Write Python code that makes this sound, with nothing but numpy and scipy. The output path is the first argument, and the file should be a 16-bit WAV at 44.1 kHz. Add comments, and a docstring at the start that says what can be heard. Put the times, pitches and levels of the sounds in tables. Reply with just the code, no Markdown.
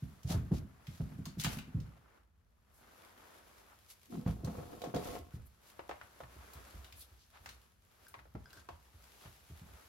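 """Paws thump on hollow furniture as pet rabbits hop about a small room: from a cloth-covered carton onto
a plastic crate, over a straw mat on a box, then across tiles onto a sheet and a blanket strewn with hay.
Thumps are low ringing tones; claw taps and snapping stalks are short puffs of coloured noise.
Sliding feet, dry fibres, fur and cloth are noise and runs of tiny crackles; bodies settle in low noise.
Late on, a small hard thing ticks and rings. A faint rumble and the room's echo lie around it all."""
import sys
import numpy as np
from scipy import signal
from scipy.fft import rfft, irfft, next_fast_len
from scipy.io import wavfile
from scipy.ndimage import uniform_filter1d, map_coordinates

SR = 44100
rng = np.random.default_rng(int(sys.argv[2]) if len(sys.argv) > 2 else 0)


def store_pcm(level_fs):
    """Save levels as 16-bit WAV."""
    pcm = np.round(np.clip(level_fs, -1, 1) * 32767).astype(np.int16)
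    wavfile.write(sys.argv[1], SR, np.atleast_2d(pcm).T)


N = 435708

# Claws on hard ground. Each row: start in seconds, level in dB before a fixed trim, centre in Hz.
CLAW_TAPS = [(0.517, -41, 394), (1.005, -46.5, 477), (1.119, -55, 900), (1.26, -49, 794),
             (1.445, -32, 1660), (1.464, -35, 740), (4.261, -40, 640), (4.444, -47.5, 557),
             (4.473, -41, 606), (4.543, -47, 495), (4.583, -42, 490), (4.817, -44, 467), (4.838, -36, 456),
             (4.94, -30.5, 412), (4.963, -33.5, 417), (5.071, -38, 501), (5.152, -40, 515),
             (5.793, -39, 800), (5.893, -34.5, 610), (5.911, -35.5, 820), (6.013, -45.5, 1270),
             (6.204, -41, 670), (6.235, -47, 1000), (7.459, -42.5, 1380), (7.489, -48, 1700),
             (8.141, -40.5, 990), (8.19, -50, 1320), (8.255, -54.5, 617), (8.352, -38.5, 450),
             (8.688, -37.5, 660)]
# When the mat is underfoot: from and until, in seconds; furniture before, floor after.
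MAT_TIME = (4.08, 5.3)
# What each ground does to a paw: shuffle relative to the thump in dB, time for a claw tap to fall 60 dB in s.
GROUND_KINDS = {"furniture": (-18.5, 0.082), "mat": (-21.5, 0.15), "floor": (-17.5, 0.064)}
# Tone colour of dry straw. Each row: frequency in Hz, relative level in dB per Hz.
STRAW_COLOUR = [(400, -27), (1200, -6.5), (2200, -1), (3300, -1), (5000, -2.5), (7000, -3.5), (9000, -3.5),
                (12000, -2), (13500, -10), (15800, -13)]


def amp(db):
    """Turn dB into a plain multiplier."""
    return 10 ** (np.asarray(db) / 20)


def unit(x):
    """Scale a sound to an average (rms) level of 1."""
    return x / np.sqrt(np.mean(x ** 2) + 1e-20)


def along(points, hz):
    """Read a curve of (Hz, value) points, joined by straight lines on a log frequency axis."""
    point_hz, value = np.transpose(points)
    return np.interp(np.log(hz + 1), np.log(point_hz + 1), value)


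def curves(rows):
    """Give one value per sample for each column after the time."""
    s, *columns = np.transpose(rows)
    t = np.arange(N) / SR
    return [np.interp(t, s, column) for column in columns]


def wobble(rate):
    """Draw a smooth random curve through so many random points a second."""
    points = rng.standard_normal(int(N * rate / SR) + 4)
    return map_coordinates(points, [np.arange(N) * rate / SR])


def filtered(x, response):
    """Multiply the spectrum of x by a response that depends on frequency."""
    n = x.shape[-1]
    padded = next_fast_len(n + 8192)
    spectrum = rfft(x, padded) * response(np.fft.rfftfreq(padded, 1 / SR))
    return irfft(spectrum, padded)[..., :n]


def spread(pair, colour_db):
    """Mix two unrelated signals into a coloured stereo pair of rms 1, as alike as each frequency asks."""
    # Likeness of left and right. Each row: frequency in Hz, correlation from -1 to 1.
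    likeness = [(60, 0.8), (160, 0.91), (300, 0.27), (600, 0.19), (2000, 0.12), (5000, 0.29), (7000, -0.18),
                (8600, -0.81), (10500, -0.19), (14000, 1)]

    def mid_side(hz):
        turn = np.arccos(np.clip(along(likeness, hz), -1, 1)) / 2
        return amp(colour_db(hz)) * [np.cos(turn), np.sin(turn)]

    mid, side = filtered(pair, mid_side)
    return unit(np.array([mid + side, mid - side]))


def hump(hz, centre_hz, below_db, above_db):
    """Shape a rounded peak in dB whose two skirts fall by so many dB per octave."""
    octave = np.log2((hz + 1) / centre_hz)
    slope = np.where(octave < 0, below_db, above_db)
    return -slope * (np.hypot(octave, .5) - .5)


def add(track, s, sound):
    """Lay a sound into a track at time s, in seconds."""
    start = max(round(s * SR), 0)
    part = sound[..., :max(N - start, 0)]
    track[..., start:start + part.shape[-1]] += part


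def crackle(size, rate, scatter_db, life):
    """Fibres slip at random moments, rate a second; each slip is a noise burst of random size, life in s."""
    happens = rng.random(size) < rate / SR
    slips = happens * amp(scatter_db * np.minimum(rng.exponential(size=size), 4))
    power = signal.lfilter([1], [1, -np.exp(-1 / (life * SR))], slips)
    return unit(np.sqrt(power) * rng.standard_normal((2, size)))


def burst(db, t60, rise, colour_db):
    """A quickly dying stereo puff of coloured noise, led by a short crack."""
    t = np.arange(SR // 4) / SR
    noise = spread(rng.standard_normal((2, len(t))), colour_db)
    puff = amp(1.0 - 60 * t / t60)
    crack = amp(-6) * np.exp(-t / 0.0017)
    return amp(db) * (puff + crack) * (1 - np.exp(-t / rise)) * noise


def strokes(rows, rise, t60):
    """Loudness of overlapping (s, length s, dB) movements: each rises, holds and dies away."""
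    power, t = np.zeros(N), np.arange(SR) / SR
    for s, length, db in rows:
        fall_db = 60 * np.maximum(t - length, 0) / t60
        add(power, s, (np.minimum(t / rise, 1) * amp(db - fall_db)) ** 2)
    return np.sqrt(power)


def room(x, wet_db):
    """Tiles and cupboard doors answer after 5 ms, each frequency dying at its own speed."""
    # How long the echo lasts. Each row: frequency in Hz, time to fall 60 dB in seconds.
    echo_time = [(60, 0.5), (160, 0.2), (1000, 0.37), (3000, 0.3), (12000, 0.17)]
    hz, t, grid = signal.stft(rng.standard_normal((2, SR // 2)), SR, nperseg=256)
    fade = amp(-60 * t / along(echo_time, hz)[:, None])
    tail = signal.istft(grid * fade, SR, nperseg=256)[1]
    tail = spread(tail, np.zeros_like) / np.sqrt(tail.shape[1])
    tail = np.pad(tail, ((0, 0), (SR // 200, 0)))
    return x + amp(wet_db) * signal.fftconvolve(x, tail, axes=1)[:, :N]


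def ground(s):
    """Tell what is underfoot at time s."""
    return "furniture" if s < MAT_TIME[0] else "mat" if s < MAT_TIME[1] else "floor"


def panels(hz):
    """The carton panels under the mat ring: each resonance lifts the dB around its own frequency."""
    # Carton panel resonances. Each row: frequency in Hz, width in Hz, lift in dB.
    carton_modes = [(426, 43, 5), (492, 18, 13), (706, 31, 12.5), (816, 50, 0), (1078, 24, 10.5),
                    (1320, 160, 4.5)]
    return sum(db / (1 + (2 * (hz - centre) / width) ** 2) for centre, width, db in carton_modes)


def landings():
    """List every landing, and the soft step in which the paw's weight follows each claw tap on the floor."""
    # Paws landing. Each row: start in seconds, level in dB, centre of the boom in Hz,
    # knock in dB relative to that level (the boom has a fixed trim).
    paw_falls = [(0.023, -28, 140, -28), (0.244, -26, 108, -33.5), (0.298, -24.5, 162, -17),
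                 (0.344, -19.5, 107, -21.5), (0.429, -35, 111, -15), (0.512, -17.5, 166, -13),
                 (0.618, -41, 110, -9), (0.878, -33, 129, -28), (0.999, -24, 157, -21),
                 (1.121, -34, 157, -23), (1.185, -29.5, 162, -20), (1.261, -33, 175, -20),
                 (1.369, -29.5, 157, -18), (1.448, -21.5, 160, -40), (1.566, -31, 199, -20),
                 (1.673, -40, 200, -15), (1.744, -23, 130, -34), (1.784, -31.5, 127, -26),
                 (4.165, -29.5, 210, -21), (4.262, -18, 150, -30), (4.294, -31.5, 78, -19),
                 (4.433, -27, 132, -14), (4.474, -29, 200, -14), (4.574, -32, 126, -15),
                 (4.867, -38, 218, -3), (4.945, -27.5, 202, -6.5), (5.188, -40, 76, -6),
                 (5.338, -31.5, 111, -21), (6.221, -45, 112, -20), (6.355, -43, 65, -15),
                 (6.553, -41, 80.4, -20), (6.74, -39, 63.6, -18), (6.935, -44, 67, -26),
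                 (7.109, -51.5, 67, -17), (7.405, -50.5, 70, -30), (8.168, -49, 65, -16),
                 (8.348, -34, 150, -19), (8.56, -47, 70, -12), (8.698, -44.5, 70, -17),
                 (8.94, -49, 70, -18), (9.251, -44, 121, -14), (9.499, -40, 108, -16.5),
                 (9.615, -41, 150, -25), (9.71, -45.5, 75, -21)]
    lag_s, db, boom_hz, knock_db = 0.01175, -53.5, 73, -15
    steps = [(s + lag_s, db, boom_hz, knock_db) for s, _, _ in CLAW_TAPS if ground(s) == "floor"]
    return list(paw_falls) + steps


def rustle():
    """Moving bodies rub in a soft hush, dry fibres crackle finely, and bodies drag over cloth or mat."""
    # Soft hush of fur and cloth. Each row: time in seconds, then middle and treble levels in dB before trims.
    hush = [(0, -72.5, -74), (0.8, -71.5, -79), (1.1, -70, -74.5), (1.65, -69.5, -76.5), (2.18, -73.5, -85),
            (2.26, -84.5, -92), (2.55, -85.5, -89.5), (2.88, -68, -73.5), (3.35, -65, -71),
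            (4.02, -78.5, -75), (4.3, -66, -74), (5.1, -58, -76.5), (5.5, -78.5, -79.5),
            (5.75, -69.5, -74.5), (6.15, -70.5, -73), (6.63, -61.5, -66.5), (7.3, -80, -77.5),
            (7.5, -68.5, -70.5), (7.78, -84, -83.5), (8.05, -70.5, -71.5), (8.3, -81, -80.5),
            (8.57, -68.5, -74.5), (8.8, -76, -77.5), (9.22, -68.5, -66), (9.45, -74, -71.5),
            (9.75, -66.5, -70), (9.88, -69.5, -68.5)]
    # Bodies dragging. Each row: start in seconds, length in seconds, level in dB before trims.
    drags = [(0.29, .08, -53), (0.51, 0.068, -62), (1.43, 0.12, -54.5), (4.1, 0.1, -58.5),
             (4.26, 0.041, -55.5), (4.44, 0.24, -56.5), (4.7, 0.21, -57.5), (4.94, .22, -53)]
    # Tone colour of rubbing cloth. Each row: frequency in Hz, relative level in dB per Hz.
    rub_colour = [(120, -24), (200, -3.5), (274, -4), (353, -1.5), (385, -2), (1010, -2.5), (1350, -2),
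                  (2090, -9.5), (6000, -29.5), (7800, -28), (13200, -120)]
    # Tone colour of scraping on the mat, panels aside. Each row: frequency in Hz, relative level in dB per Hz.
    scrape_colour = [(150, 2), (280, 4), (450, -2.5), (800, -4.5), (1300, -11.5), (2000, -19), (4000, -34),
                     (9000, -53)]
    middle_db, treble_db = curves(hush)
    pressure, t = wobble(22), np.arange(N) / SR
    drag = strokes(drags, rise=0.014, t60=0.36)

    rub = spread(crackle(N, rate=3500, scatter_db=7, life=0.0019), lambda hz: along(rub_colour, hz))
    # on the mat, coarser slips sound through the carton beneath
    crunch = crackle(N, rate=250, scatter_db=4.5, life=.002)
    scrape = spread(crunch, lambda hz: along(scrape_colour, hz) + panels(hz))
    on_mat = ((t > MAT_TIME[0]) & (t < MAT_TIME[1])) * 1.
    on_mat = uniform_filter1d(on_mat, SR // 20)  # blend over 50 ms
    texture = (1 - on_mat) * rub + on_mat * amp(3.1) * scrape
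    body = np.hypot(amp(middle_db + 3.5), drag) * amp(1.02 * pressure) * texture

    hiss = spread(rng.standard_normal((2, N)), lambda hz: along(STRAW_COLOUR, hz))
    slips = crackle(N, rate=70, scatter_db=6.5, life=.001)
    fibres = spread(slips, lambda hz: along(STRAW_COLOUR, hz))
    fibre_level = np.hypot(amp(treble_db), amp(-11) * drag) * amp(0.95 * pressure)
    return body + fibre_level * (amp(3.5) * hiss + amp(-3.5) * room(fibres, wet_db=-4.5))


def shuffle():
    """Bodies settle after each landing, over a steady rumble; furniture and mat boom higher than the floor."""
    # Tone colour of floor and rumble. Each row: frequency in Hz, relative level in dB per Hz.
    floor_colour = [(15, -43), (25, -8), (64, 8.5), (141, -4.5), (233, -7), (264, -14), (303, -18),
                    (500, -19), (650, -33), (1100, -120)]
    rise_s, t60_s, rumble_db = 0.019, 0.48, -72
    floor = spread(rng.standard_normal((2, N)), lambda hz: along(floor_colour, hz))
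    hollow = spread(rng.standard_normal((2, N)), lambda hz: hump(hz, 139, below_db=4, above_db=18.5))
    settling = [(s, rise_s, db + GROUND_KINDS[ground(s)][0]) for s, db, _, _ in landings()]
    on_hollow = strokes([row for row in settling if ground(row[0]) != "floor"], rise_s, t60_s)
    on_floor = strokes([row for row in settling if ground(row[0]) == "floor"], rise_s, t60_s)
    return on_hollow * hollow + np.hypot(on_floor, amp(rumble_db)) * floor


def scuffs():
    """A foot slides or pushes off and catches a dense run of fibres, swelling and fading smoothly."""
    # Each row: strongest moment in seconds, half length in seconds, level in dB, centre in Hz,
    # skirt on both sides in dB per octave.
    slides = [(0.03, 0.015, -69, 2500, 3), (0.316, .024, -45, 5350, 7.5), (0.328, .026, -46, 640, 27),
              (0.541, 0.01, -51, 600, 26), (0.559, .02, -54.5, 5060, 7), (0.962, .07, -64.5, 5060, 3),
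              (1.287, 0.014, -68, 4500, 19), (1.408, .012, -44, 6000, 4.5), (1.451, .018, -43.5, 3200, 10),
              (1.531, .04, -50, 2000, 0), (2.776, .03, -68.5, 11000, 10), (3.72, 0.032, -63.5, 950, 15),
              (3.913, .017, -56, 9150, 4.5), (4.16, .032, -34.5, 206, 27.5), (4.29, .022, -56.5, 900, 6.5),
              (5.086, .055, -52.5, 2500, 1), (5.349, 0.017, -63, 2000, -1), (5.468, 0.0091, -65, 12100, 34),
              (5.683, .04, -63.5, 11100, 1), (7.005, .025, -55, 10900, 25), (7.016, .025, -62, 4200, 29),
              (7.223, 0.026, -69, 4800, 18), (7.366, .024, -59, 970, 8), (8.587, 0.028, -64, 5040, 7),
              (9.268, 0.023, -58.5, 696, 7)]
    out = np.zeros((2, N))
    for s, half, db, centre_hz, skirt_db in slides:
        t = np.arange(-3 * half, 3 * half, 1 / SR)
        grains = crackle(len(t), rate=2100, scatter_db=8.5, life=0.0037)
        # below 2200 Hz the straw colour stays flat
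        treble_db = lambda hz: along(STRAW_COLOUR, np.maximum(hz, 2200))
        grains = spread(grains, lambda hz: treble_db(hz) + hump(hz, centre_hz, skirt_db, skirt_db))
        # thin fibres radiate little bass
        grains = filtered(grains, lambda hz: hz ** 2 / (hz ** 2 + 300 ** 2))
        add(out, s + t[0], amp(db) * np.exp(-(t / half) ** 2 / 2) * grains)
    return room(out, wet_db=-16.5)


def thumps():
    """Padded paws ring the low tones of box and floor; each also knocks the higher ones, by its own amount."""
    # Tones of the hollow box and floor. Each row: frequency in Hz, average level in dB,
    # time to fall 60 dB in seconds.
    box_modes = [(61.8, -1.5, 0.73), (72.8, 5, 0.26), (84.5, 3, 0.24), (113.9, 3, 0.22), (127.7, 3, 0.16),
                 (147.4, 1, 0.14), (165.7, 5.5, 0.18), (205.3, 2, 0.2), (241.2, 0.5, 0.18),
                 (261.6, -1, 0.36), (288, 8, 0.1), (337.2, 0.5, 0.18), (373, 2, 0.14), (415.3, -5.5, 0.15),
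                 (488, -4, 0.1), (665, -6, 0.2)]
    out, t = np.zeros((2, N)), np.arange(SR // 2) / SR
    hz, level, t60 = np.transpose(box_modes)[:, :, None]
    high = hz > 280  # tones above this belong to the knock
    for s, db, centre_hz, knock_db in landings():
        strength = amp(level + rng.normal(0, 1.3, hz.shape))
        boom = ~high * strength * amp(hump(hz, centre_hz, below_db=19.0, above_db=25.5))
        knock = high * strength
        boom_weight = amp(-3.5) * boom / np.linalg.norm(boom)
        knock_weight = amp(knock_db) * knock / np.linalg.norm(knock)
        sign = rng.choice([-1, 1], hz.shape)  # where the paw lands on each mode shape
        swell = 1 - np.exp(-t * hz / 0.54)  # a soft paw takes most of a cycle to start a tone
        tones = swell * amp(-60 * t / t60) * np.sin(2 * np.pi * hz * t)
        add(out, s, amp(db) * (sign * (boom_weight + knock_weight) * tones).sum(0))
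    return room(out, wet_db=-16.5)


def snaps():
    """Single stalks break with a short puff of noise; each has a few weak resonances of its own."""
    # Stalks snapping. Each row: start in seconds, level in dB before a fixed trim, centre in Hz.
    breaks = [(0.2312, -48, 5330), (0.8682, -43, 2550), (1.2542, -34.5, 4230), (1.3973, -31.5, 4390),
              (1.4362, -27.5, 6970), (1.4444, -23, 3060), (1.586, -35, 2500), (1.8008, -47.5, 3380),
              (4.4456, -39.5, 5650), (4.8174, -39.5, 3730), (4.84, -40.5, 2620), (4.9454, -37.5, 3670),
              (4.961, -37, 3420), (5.152, -42, 2800), (5.892, -43, 2700), (6.5334, -41.5, 11200),
              (6.8438, -44, 2520), (6.9234, -42.5, 2700), (7.4587, -41.5, 3100), (7.49, -40.5, 4370),
              (8.082, -44, 11600), (8.5036, -51, 2520), (8.529, -47, 4900), (8.6879, -47.5, 3200)]
    out = np.zeros((2, N))
    for s, db, centre_hz in breaks:
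        stalk_hz = centre_hz * np.exp(rng.normal(0, 0.451, 4))
        stalk_db = lambda hz: np.max([6 / (1 + (18 * (hz / c - 1)) ** 2) for c in stalk_hz], axis=0)
        colour_db = lambda hz: hump(hz, centre_hz, below_db=6.0, above_db=6.5) + stalk_db(hz)
        add(out, s, burst(db - 6.5, t60=0.039, rise=0.0014, colour_db=colour_db))
    return room(out, wet_db=-3.5)


def taps():
    """Claws knock on cardboard, tiles and the sheet as noise puffs; on the mat the carton colours them."""
    out = np.zeros((2, N))
    for s, db, centre_hz in CLAW_TAPS:
        _, t60 = GROUND_KINDS[ground(s)]
        carton = ground(s) == "mat"
        colour_db = lambda hz: hump(hz, centre_hz, below_db=10, above_db=13.5) + carton * panels(hz)
        add(out, s, burst(db - 4.0, t60, rise=0.00028, colour_db=colour_db))
    return room(out, wet_db=-8.5)


def ticks():
    """Light touches on a small hard thing ring the same few tones at new strengths."""
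    # Touches. Each row: start in seconds, level in dB before a fixed trim.
    touches = [(8.0676, -53), (8.458, -49.5), (8.532, -49), (8.5738, -52.5)]
    # Tones of the small hard thing. Each row: frequency in Hz, average level in dB, time to fall 60 dB in s.
    tick_tones = [(1470, 6, .06), (1570, 12.5, 0.065), (1610, -14, 0.053), (3100, -12, .063),
                  (3380, -3, 0.059), (4100, -10, .059), (4940, 2, 0.03), (4960, 1, 0.032), (5200, 6, 0.028)]
    out, t = np.zeros((2, N)), np.arange(SR // 3) / SR
    hz, level, t60 = np.transpose(tick_tones)[:, :, None]
    for s, db in touches:
        touch_db = rng.normal(0, 2, (2, *hz.shape))  # differs between left and right
        tones = amp(level + touch_db - 60 * t / t60) * np.sin(2 * np.pi * hz * t)
        add(out, s, amp(db - 16.5) * tones.sum(1))
    return room(out, wet_db=-5)


def scene():
    """Add up all the sounds; the left microphone port is a little more sensitive in the upper middle."""
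    sound = rustle() + shuffle() + scuffs() + thumps() + snaps() + taps() + ticks()
    lean = [(120, -1.0), (500, 0.0), (2500, 2.5), (8000, 0.7)]  # (Hz, left minus right dB)
    return filtered(sound, lambda hz: amp(np.outer([.5, -.5], along(lean, hz))))


def record(dry):
    """The hand-held camera weakens the deepest bass and keeps nothing above its band limit."""
    low_hz, top_hz, damping = 42.2, 15850, 0.96

    def low_cut(hz):
        swing = 1j * hz
        return swing ** 2 / (swing ** 2 + damping * swing * low_hz + low_hz ** 2)

    return filtered(dry, lambda hz: (hz < top_hz) * low_cut(hz))


dry = scene()
out = record(dry)
store_pcm(out)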